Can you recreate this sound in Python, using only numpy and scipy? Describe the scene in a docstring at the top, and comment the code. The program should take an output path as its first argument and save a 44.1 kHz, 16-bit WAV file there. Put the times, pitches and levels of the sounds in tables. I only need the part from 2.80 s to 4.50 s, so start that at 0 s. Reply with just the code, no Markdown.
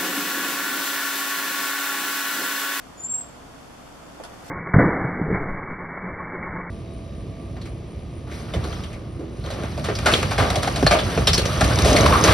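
"""A thin, rising whistle from a small bird across a lawn; hedges scatter it into a flutter and short tail.
Distant traffic (shaped noise) and an engine drone (wavering tones) murmur under a faint hiss, and a far
low hum swells a few times. Later, near the microphone, come a little rustling, a soft bump and a brief
scuff with a hollow ring, each made of enveloped, shaped noise."""
import sys
import numpy as np
from scipy import signal
from scipy.fft import rfft, irfft, next_fast_len
from scipy.io import wavfile
from scipy.ndimage import map_coordinates

SR = 44100
rng = np.random.default_rng(int(sys.argv[2]) if len(sys.argv) > 2 else 0)


def output_pcm(signal):
    """Save a mono or channel-first signal as 16-bit PCM at the path in sys.argv[1].

    Samples are clipped to [-1, 1] before scaling.
    """
    pcm = np.clip(np.atleast_2d(signal).T, -1, 1) * 32767
    wavfile.write(sys.argv[1], SR, np.round(pcm).astype(np.int16))


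N = 74970
T = np.arange(N) / SR


def amp(db):
    """Decibels to gain."""
    return 10 ** (np.asarray(db) / 20)


def unit(x):
    """x at rms 1."""
    return x / np.sqrt(np.mean(x ** 2) + 1e-20)


def along(points, hz):
    """Interpolate (frequency [Hz], value) points on a log axis."""
    f, v = np.transpose(points)
    return np.interp(np.log(hz + 1), np.log(f + 1), v)


def gains(rows):
    """Gain per sample for each dB column after the time; silent before the first row."""
    times_s, *levels_db = np.transpose(rows)
    return [amp(np.interp(T, times_s, db, left=-120)) for db in levels_db]


def wobble(rate_hz):
    """Smooth random curve, rate_hz knots a second."""
    return map_coordinates(rng.standard_normal(int(N * rate_hz / SR) + 4), [T * rate_hz])


def filtered(x, response):
    """x through a frequency response."""
    size = next_fast_len(N + SR // 2)
    return irfft(rfft(x, size) * response(np.fft.rfftfreq(size, 1 / SR)), size)[..., :N]


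def stereo_noise(spectrum):
    """Shaped noise of rms 1, left and right alike in the bass."""
    # left-right likeness: (frequency [Hz], correlation [-1..1])
    likeness = [(30, 0.73), (90, 0.77), (180, 0.57), (350, 0.066), (1400, 0.25), (3000, 0.063),
                (12000, 0.011)]

    def response(hz):
        angle = np.arccos(np.clip(along(likeness, hz), -1, 1)) / 2
        return amp(along(spectrum, hz)) * [np.cos(angle), np.sin(angle)]

    mid, side = filtered(rng.standard_normal((2, N)), response)
    return unit(np.array([mid + side, mid - side]))


def blows(rows):
    """Summed envelope of blows that rise quickly and die away."""
    envelope = np.zeros(N)
    for start_s, db, attack_s, t60_s in rows:
        age_s = np.maximum(T - start_s, 0)
        envelope += amp(db) * (1 - np.exp(-age_s / attack_s)) * np.exp(-np.log(1000) * age_s / t60_s)
    return envelope


def traffic():
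    """Distant traffic: a low, nearly steady murmur."""
    # (frequency [Hz], relative density [dB])
    spectrum = [(15, -52), (27, 4.5), (45, -6), (100, -2), (130, 1), (200, -1), (290, 1.5), (390, -4.5),
                (720, -1.5), (1400, -7.5), (1620, -11.5), (2600, -24), (5000, -55), (14000, -78)]
    return amp(-44.5 + 0.15 * wobble(6.7)) * stereo_noise(spectrum)


def engine_drone():
    """A far engine: low tones wavering in level and phase."""
    # (frequency [Hz], level [dB])
    tones = [(62.5, -59), (163, -65), (247, -63.5), (286, -63)]
    drone = np.zeros(N)
    for hz, db in tones:
        level = np.sqrt(2) * amp(db + 1.6 * wobble(9.07))
        drone += level * np.sin(2 * np.pi * hz * T + 0.84 * wobble(6.27))
    return drone


def hiss():
    """Even hiss of air and microphone."""
    # (frequency [Hz], relative density [dB])
    spectrum = [(500, -20), (2000, 1.5), (3500, 2), (5000, -1.5), (7000, -2.5), (9000, -7), (11500, -8.5),
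                (13200, -13), (13900, -48)]
    return amp(-53) * stereo_noise(spectrum)


def bird():
    """One tone climbing ever more slowly towards a ceiling, with a slight quaver and its echoes."""
    # whistle loudness: (time [s], level [dB])
    effort = [(.171, -65), (.18, -44.5), (.195, -45), (.203, -39), (.23, -40), (.237, -30), (.255, -27.5),
              (.272, -33), (.281, -54), (.287, -32), (.305, -29.5), (.314, -32), (.322, -28.5),
              (.352, -23.8), (.375, -31.5), (.389, -29.5), (.405, -40), (.412, -31), (.42, -43),
              (.436, -54)]
    start_s, start_hz, ceiling_hz, glide_s = .175, 6940, 7728, .122
    quaver_hz, flutter_db, octave_db, release_s = 16, 2.5, -43, .011
    lead_rad, pan_db = 1, 1.5  # left is earlier and louder
    echo_s, echo_db = .024, -24  # one reflection, beating against the rising tone
    pitch_hz = ceiling_hz - (ceiling_hz - start_hz) * np.exp(-np.maximum(T - start_s, 0) / glide_s)
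    phase = 2 * np.pi * np.cumsum(pitch_hz + quaver_hz * wobble(260)) / SR
    envelope, = gains(effort + [(effort[-1][0] + release_s, -120)])
    level = np.sqrt(2) * envelope * amp(flutter_db * wobble(168.8))
    sides = np.array([[.5], [-.5]])
    stereo_phase = phase + lead_rad * sides
    tone = np.sin(stereo_phase) + amp(octave_db) * np.sin(2 * stereo_phase)
    direct = level * amp(pan_db * sides) * tone
    echo = filtered(direct, lambda hz: amp(echo_db) * np.exp(-2j * np.pi * hz * echo_s))
    call = level * np.sin(phase)
    near_plants = amp(-13) * scatter(call, t60_s=.1)
    far_hedges = amp(-9.5) * scatter(call, t60_s=.3)
    return direct + echo + near_plants + far_hedges


def scatter(x, t60_s):
    """Diffuse stereo echoes from foliage, as strong as x; moving leaves blur their phase."""
    tail = rng.standard_normal((2, SR // 2)) * np.exp(-np.log(1000) * T[:SR // 2] / t60_s)
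    echoes = signal.hilbert(signal.fftconvolve(x[None], tail, axes=1)[:, :N])
    sway_rad = .45 * np.array([wobble(150), wobble(150)])
    return unit(np.real(echoes * np.exp(1j * sway_rad))) * np.std(x)


def hum():
    """A distant, unsteady low hum that swells briefly a few times."""
    # (time [s], level [dB])
    swells = [(0.646, -47), (0.751, -48.5), (.85, -52.5), (1.03, -53.5)]
    pitch_hz, sigma_s = 267.8, .012
    level = sum(amp(db) * np.exp(-.5 * ((T - peak_s) / sigma_s) ** 2) for peak_s, db in swells)
    return level * np.sqrt(2) * np.sin(2 * np.pi * pitch_hz * T + 1.14 * wobble(44.9))


def rustle():
    """Soft, close rustling: two noise bands that flicker independently."""
    # (time [s], middle level [dB], treble level [dB])
    levels = [(1.33, -55.5, -63), (1.46, -53.5, -59), (1.528, -46, -57), (1.58, -53, -58.5),
              (1.635, -46.5, -55.5), (1.7, -49, -47.5)]
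    # both bands: (frequency [Hz], relative density [dB])
    middle_spectrum = [(200, -13), (450, -3.5), (690, -3), (1000, -5.5), (1500, -8.5), (3000, -28),
                       (8000, -49)]
    treble_spectrum = [(500, -37), (1500, -0.5), (5000, -3), (11000, -9.5), (13000, -11), (14000, -36)]
    middle_gain, treble_gain = gains(levels)
    middle = middle_gain * amp(1.6 * wobble(120)) * stereo_noise(middle_spectrum)
    treble = treble_gain * amp(1.3 * wobble(120)) * stereo_noise(treble_spectrum)
    return middle + treble


def bump():
    """A dull bump: two quick blows of dark noise."""
    # (time [s], level [dB], attack [s], t60 [s])
    hits = [(1.399, -31.5, .0007, .075), (1.409, -38.5, .001, .04)]
    # (frequency [Hz], relative density [dB])
    body = [(100, -23), (300, -7.5), (460, -3), (640, 4.5), (860, -4), (1200, -10.5), (1800, -20),
            (3000, -30), (7000, -50)]
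    return blows(hits) * stereo_noise(body)


def scuff():
    """A crisp scuff: two close snaps of bright noise."""
    # (time [s], level [dB], attack [s], t60 [s])
    snaps = [(1.436, -36, .0005, .085), (1.448, -46, .001, .09)]
    # (frequency [Hz], relative density [dB])
    body = [(100, -9), (400, -4), (900, 4), (1450, 5), (2200, -6), (3200, -1.5), (5000, -1.5), (7500, -9.5),
            (11000, -6), (13000, -38), (14200, -35)]
    return blows(snaps) * stereo_noise(body)


def hollow_ring():
    """A short ring under the scuff: noise peaking sharply at 700 Hz."""
    # (time [s], level [dB], attack [s], t60 [s])
    hits = [(1.442, -36, 0.0047, 0.16)]
    # (frequency [Hz], relative density [dB])
    body = [(150, -34), (560, 0), (660, -2), (700, 9), (745, -1), (880, -15), (1100, -6), (1250, -21),
            (1450, -6.5), (1650, -11.5), (2200, -20), (3500, -17), (6000, -37), (9000, -41)]
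    return blows(hits) * stereo_noise(body)


def scene():
    """The bird over the garden's background, then the close noises."""
    garden = bird() + traffic() + engine_drone() + hiss() + hum()
    return garden + rustle() + bump() + scuff() + hollow_ring()


def record(dry):
    """The camera's narrow notch and band limit."""
    notch_hz, width_hz, notch_db, top_hz = 3963, 210, -7.5, 15235

    def response(hz):
        notch = amp(notch_db * np.exp(-((hz - notch_hz) / width_hz) ** 2))
        return notch * (hz < top_hz)

    return filtered(dry, response)


dry = scene()
out = record(dry)
output_pcm(out)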